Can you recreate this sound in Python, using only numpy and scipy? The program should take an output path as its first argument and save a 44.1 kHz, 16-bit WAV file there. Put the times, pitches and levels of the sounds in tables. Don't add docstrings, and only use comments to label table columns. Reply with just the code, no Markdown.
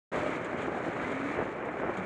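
import sys
import numpy as np
from scipy import signal
from scipy.fft import rfft, irfft
from scipy.io import wavfile
from scipy.ndimage import uniform_filter1d

SR = 44100
rng = np.random.default_rng(int(sys.argv[2]) if len(sys.argv) > 2 else 0)


def dump_mix(stems):
    frames = np.atleast_2d(stems).T
    limited = np.clip(frames, -1, 1)
    pcm = np.round(limited * 32767).astype(np.int16)
    wavfile.write(sys.argv[1], SR, pcm)


N = 90625


def undb(db):
    return 10 ** (np.asarray(db) / 20)


def unit(x):
    return x / np.sqrt(np.mean(x ** 2))


def curve(rows):
    times, values = np.array(rows).T
    return np.interp(np.arange(N) / SR, times, values)


def walk(rate_hz):
    width = max(int(SR / rate_hz), 1)
    smooth = uniform_filter1d(rng.standard_normal(N), width)
    return unit(uniform_filter1d(smooth, width))


def colour(x, points):
    size = 4096
    hz, db = np.array(points).T
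    grid = np.maximum(np.arange(size // 2 + 1) * SR / size, 1)
    gain = undb(np.interp(np.log(grid), np.log(hz), db))
    cepstrum = irfft(np.log(gain))
    cepstrum[1:size // 2] *= 2
    cepstrum[size // 2 + 1:] = 0
    response = irfft(np.exp(rfft(cepstrum)))
    response /= np.linalg.norm(response)
    return signal.fftconvolve(x, response)[:N]


def impulses(times, sizes):
    out = np.zeros(N)
    at = np.round(np.asarray(times) * SR).astype(int)
    inside = (at >= 0) & (at < N)
    np.add.at(out, at[inside], sizes[inside])
    return out


def bursts(clicks, decay_s):
    envelope = signal.lfilter([1], [1, -np.exp(-1 / (decay_s * SR))], clicks)
    return envelope * rng.standard_normal(N)


TIMING_JITTER_S = .0003


def strokes(cycles, scatter_db):
    times = np.flatnonzero(np.diff(np.floor(cycles)) > 0) / SR
    late, size = rng.standard_normal((N // 100, 2))[:len(times)].T
    return impulses(times + TIMING_JITTER_S * late, undb(scatter_db * size))


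THROB_LAG_CYCLES = .1


def overtone(cycles, order, waver_db, throb_db):
    throb = np.cos(2 * np.pi * (cycles - THROB_LAG_CYCLES))
    swell = undb(waver_db * walk(21) + throb_db * throb)
    return unit(np.sin(2 * np.pi * order * cycles) * swell)


# (time [s], speed [firings per second])
ENGINE_SPEED = [(.12, 33), (.3, 33.6), (.4, 36), (.5, 30.3), (.64, 32.3), (.73, 35), (.81, 33), (.89, 36),
                (.98, 31), (1.05, 30.8), (1.11, 31.8), (1.15, 33.1), (1.23, 34.8), (1.31, 36.8),
                (1.35, 39.3), (1.44, 40.8), (1.6, 41.5), (1.8, 33), (2.05, 32)]
ALIGNED_FIRING_S = .143


def engine_cycles():
    cycles = np.cumsum(curve(ENGINE_SPEED)) / SR
    return cycles - np.interp(ALIGNED_FIRING_S, np.arange(N) / SR, cycles)


# (time [s], level [dB])
THUD_LEVEL = [(.12, -36), (.17, -36.5), (.24, -35), (.33, -37.5), (.41, -47), (.55, -47.5), (.68, -42.5),
              (.8, -42), (.9, -40.5), (1.05, -46), (1.25, -40), (1.42, -42.5), (1.54, -47.5), (1.85, -43),
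              (2.05, -48)]
# (frequency [Hz], relative level [dB])
THUD_COLOUR = [(40, -30.5), (120, -10.5), (270, 2.5), (430, 0.5), (600, -0.5), (850, -5), (1300, -13.5),
               (2400, -25), (4000, -67.5), (9000, -104)]
# (time [s], level [dB])
BOOM_LEVEL = [(.12, -52), (.26, -45), (.33, -47), (.44, -53), (.54, -47), (.6, -53), (.65, -42.5),
              (.7, -53), (.9, -53), (1.02, -47), (1.08, -45), (1.15, -39.5), (1.23, -36.8), (1.29, -37),
              (1.35, -46), (1.44, -46), (1.55, -58), (2.05, -58)]
FIRING_SCATTER_DB = 1.5
PUFF_DB, PUFF_DECAY_S = 1, .011


def exhaust(cycles):
    firings = strokes(cycles, FIRING_SCATTER_DB)
    puffs = unit(bursts(firings, PUFF_DECAY_S))
    thuds = unit(colour(unit(firings) + undb(PUFF_DB) * puffs, THUD_COLOUR))
    boom = overtone(cycles, order=8, waver_db=.7, throb_db=1.5)
    return thuds * undb(curve(THUD_LEVEL)) + boom * undb(curve(BOOM_LEVEL))


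# (time [s], level [dB])
CLATTER_LEVEL = [(.12, -41), (.35, -40.5), (.48, -47), (.61, -42), (.7, -47), (.88, -45.5), (1.03, -40),
                 (1.2, -42), (1.33, -39.5), (1.42, -45.5), (1.52, -47.5), (1.75, -48), (1.9, -46),
                 (2.05, -43)]
# (frequency [Hz], relative level [dB])
CASE_COLOUR = [(400, -40), (900, -9.5), (1250, 2.5), (1380, -3), (1520, -0.5), (1800, -1.5), (2300, -0.5),
               (2650, -12.5), (3500, -27), (5000, -53.5), (9000, -44), (12500, -57)]
# (time [s], level [dB])
WHINE_LEVEL = [(.12, -44), (.15, -39.5), (.24, -39), (.28, -44), (.32, -48), (.38, -60), (2.05, -64)]
TAP_SCATTER_DB, TAP_DECAY_S = 2.5, .0053
CHAIN_WASH_DB = 4


def machinery(cycles):
    taps = unit(bursts(strokes(2 * cycles, TAP_SCATTER_DB), TAP_DECAY_S))
    wash = undb(CHAIN_WASH_DB) * rng.standard_normal(N)
    clatter = unit(colour(taps + wash, CASE_COLOUR))
    whine = overtone(cycles, order=18, waver_db=1.2, throb_db=5)
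    return clatter * undb(curve(CLATTER_LEVEL)) + whine * undb(curve(WHINE_LEVEL))


# (time [s], level [dB])
CHAIN_LEVEL = [(.9, -67), (1.05, -49), (1.2, -55), (1.32, -58), (1.42, -70)]


def chain(cycles):
    low = overtone(cycles, order=44, waver_db=6, throb_db=1)
    high = overtone(cycles, order=66, waver_db=4.5, throb_db=2.5)
    return unit(low + high) * undb(curve(CHAIN_LEVEL))


# (time [s], level [dB])
INTAKE_LEVEL = [(1.05, -56), (1.15, -46), (1.24, -40.5), (1.29, -40), (1.35, -50), (1.5, -59)]
# (frequency [Hz], relative level [dB])
INTAKE_COLOUR = [(50, -22), (125, -6.5), (220, -2), (300, 0), (400, -25), (550, -6.5), (800, -18),
                 (2500, -41), (9000, -95)]
GULP_DECAY_S = .016


def intake(cycles):
    gulps = bursts(strokes(cycles + .5, FIRING_SCATTER_DB), GULP_DECAY_S)
    return unit(colour(gulps, INTAKE_COLOUR)) * undb(curve(INTAKE_LEVEL))


# (time [s], strength of the push [dB], centre frequency [Hz])
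BUMP_KNOCKS = [(.469, -13, 350), (.534, -14, 290), (.545, -9, 340), (.683, -8, 470), (.777, -13, 450),
               (.808, -12, 400), (.852, -13, 450), (.966, -12, 480), (1.05, -13, 550), (1.096, -11, 520),
               (1.413, -9, 700), (1.424, -4.5, 360), (1.464, -13, 480), (1.656, -15, 360),
               (1.689, -13, 550), (1.799, -13, 750), (1.834, -8.5, 520), (1.893, -3.5, 380)]
# (multiple of the centre frequency, relative level [dB])
KNOCK_COLOUR = [(.15, -22), (.5, -9), (1.0, 0), (1.7, -8), (3.0, -21), (5.5, -42), (9.0, -68), (20, -95)]
SHUDDER_DB, SHUDDER_DECAY_S = -4, .006


def knocks():
    out = np.zeros(N)
    for at, db, centre_hz in BUMP_KNOCKS:
        push = impulses([at], np.ones(1))
        shudder = bursts(push, SHUDDER_DECAY_S)
        shudder /= np.linalg.norm(shudder)
        blow = push + undb(SHUDDER_DB) * shudder
        out += undb(db) * colour(blow, np.array(KNOCK_COLOUR) * [centre_hz, 1])
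    return out


# (time [s], level [dB])
RATTLE_BLOWS = [(.216, -62), (.263, -56), (0.445, -48), (.571, -53), (.618, -47.5), (0.631, -58),
                (0.93, -53.5), (1.118, -48.5), (1.42, -59), (1.651, -55.5), (1.713, -60), (1.786, -62),
                (1.971, -46.5)]
# (frequency [Hz], relative level [dB])
RATTLE_COLOUR = [(800, -13), (2200, 12), (3300, 14), (5200, -14.5), (6800, 6), (8300, -2.5), (10000, -14),
                 (12500, -27)]
BLOW_WIDTH_S, RATTLE_DECAY_S = .00084, .011


def rattles():
    times, db = np.array(RATTLE_BLOWS).T
    blows = uniform_filter1d(impulses(times, undb(db)), max(int(BLOW_WIDTH_S * SR), 1))
    return colour(bursts(blows, RATTLE_DECAY_S), RATTLE_COLOUR)


PANEL_AT_S, PANEL_HZ = 1.968, 188
PANEL_SWELL_S, PANEL_DB = .02, -35


def panel():
    age = np.maximum(np.arange(N) / SR - PANEL_AT_S, 0)
    swell = age / PANEL_SWELL_S * np.exp(1 - age / PANEL_SWELL_S)
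    return undb(PANEL_DB) * swell * np.sin(2 * np.pi * PANEL_HZ * age)


# (time [s], level [dB])
WIND_LEVEL = [(.12, -31.5), (.3, -36.5), (.42, -36), (.7, -35), (1.0, -36), (1.12, -36.5), (1.27, -44.5),
              (1.35, -40.5), (1.39, -30), (1.425, -33), (1.45, -36), (1.53, -39.5), (1.6, -37), (1.68, -36),
              (1.76, -38), (1.82, -33.5), (1.9, -34), (1.95, -36), (2.05, -36)]
# (frequency [Hz], relative level [dB])
WIND_COLOUR = [(20, -49), (45, -16.5), (70, -11.5), (125, -5), (250, -2.5), (360, 0), (600, -1.5),
               (1000, -8.5), (1500, -9.5), (2200, -18.5), (2900, -29.5), (4200, -55.5), (5500, -49),
               (12000, -71.5)]
BUFFET_HZ, BUFFET_DB = 105, -.1
EDDY_HZ, EDDY_DB = 720, 1.78


def wind():
    turbulence = undb(BUFFET_DB * walk(BUFFET_HZ) + EDDY_DB * walk(EDDY_HZ))
    return unit(colour(turbulence * rng.standard_normal(N), WIND_COLOUR)) * undb(curve(WIND_LEVEL))


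# (time [s], level [dB])
GRAVEL_LEVEL = [(.12, -51.5), (.34, -54), (.41, -59), (.55, -60), (.63, -56), (.69, -60), (.9, -60),
                (1.04, -58.5), (1.25, -57), (1.32, -55), (1.39, -61.5), (1.47, -62.5), (1.6, -65.5),
                (1.85, -64.5), (2.05, -60)]
# (frequency [Hz], relative level [dB])
GRAVEL_COLOUR = [(1500, -7), (3000, 11), (4100, 5), (4900, -4.5), (5600, -4.5), (6700, 1.5), (8200, -4.5),
                 (9100, -9), (9900, -21), (10900, -16), (12500, -32)]
GRAINS_PER_S, GRAIN_SPREAD_DB = 9000, -.5
PATCH_HZ, PATCH_DB = 65, 1.72


def gravel():
    chance, push, size = rng.random(N), rng.standard_normal(N), rng.standard_normal(N)
    grains = (chance < GRAINS_PER_S / SR) * push * undb(GRAIN_SPREAD_DB * size)
    patches = undb(PATCH_DB * walk(PATCH_HZ))
    return unit(colour(grains * patches, GRAVEL_COLOUR)) * undb(curve(GRAVEL_LEVEL))


def scene():
    cycles = engine_cycles()
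    engine = exhaust(cycles) + machinery(cycles) + chain(cycles) + intake(cycles)
    bumps = knocks() + rattles() + panel()
    return (engine + bumps + wind() + gravel())[None]


START_S, FADE_S, TOP_HZ = .116, .011, 12500


def record(dry):
    t = np.arange(N) / SR
    opened = np.clip(np.minimum(t - START_S, t[-1] - t) / FADE_S, 0, 1)
    low_pass = signal.ellip(8, .2, 70, TOP_HZ, fs=SR, output="sos")
    return signal.sosfilt(low_pass, dry * opened)


dry = scene()
out = record(dry)
dump_mix(out)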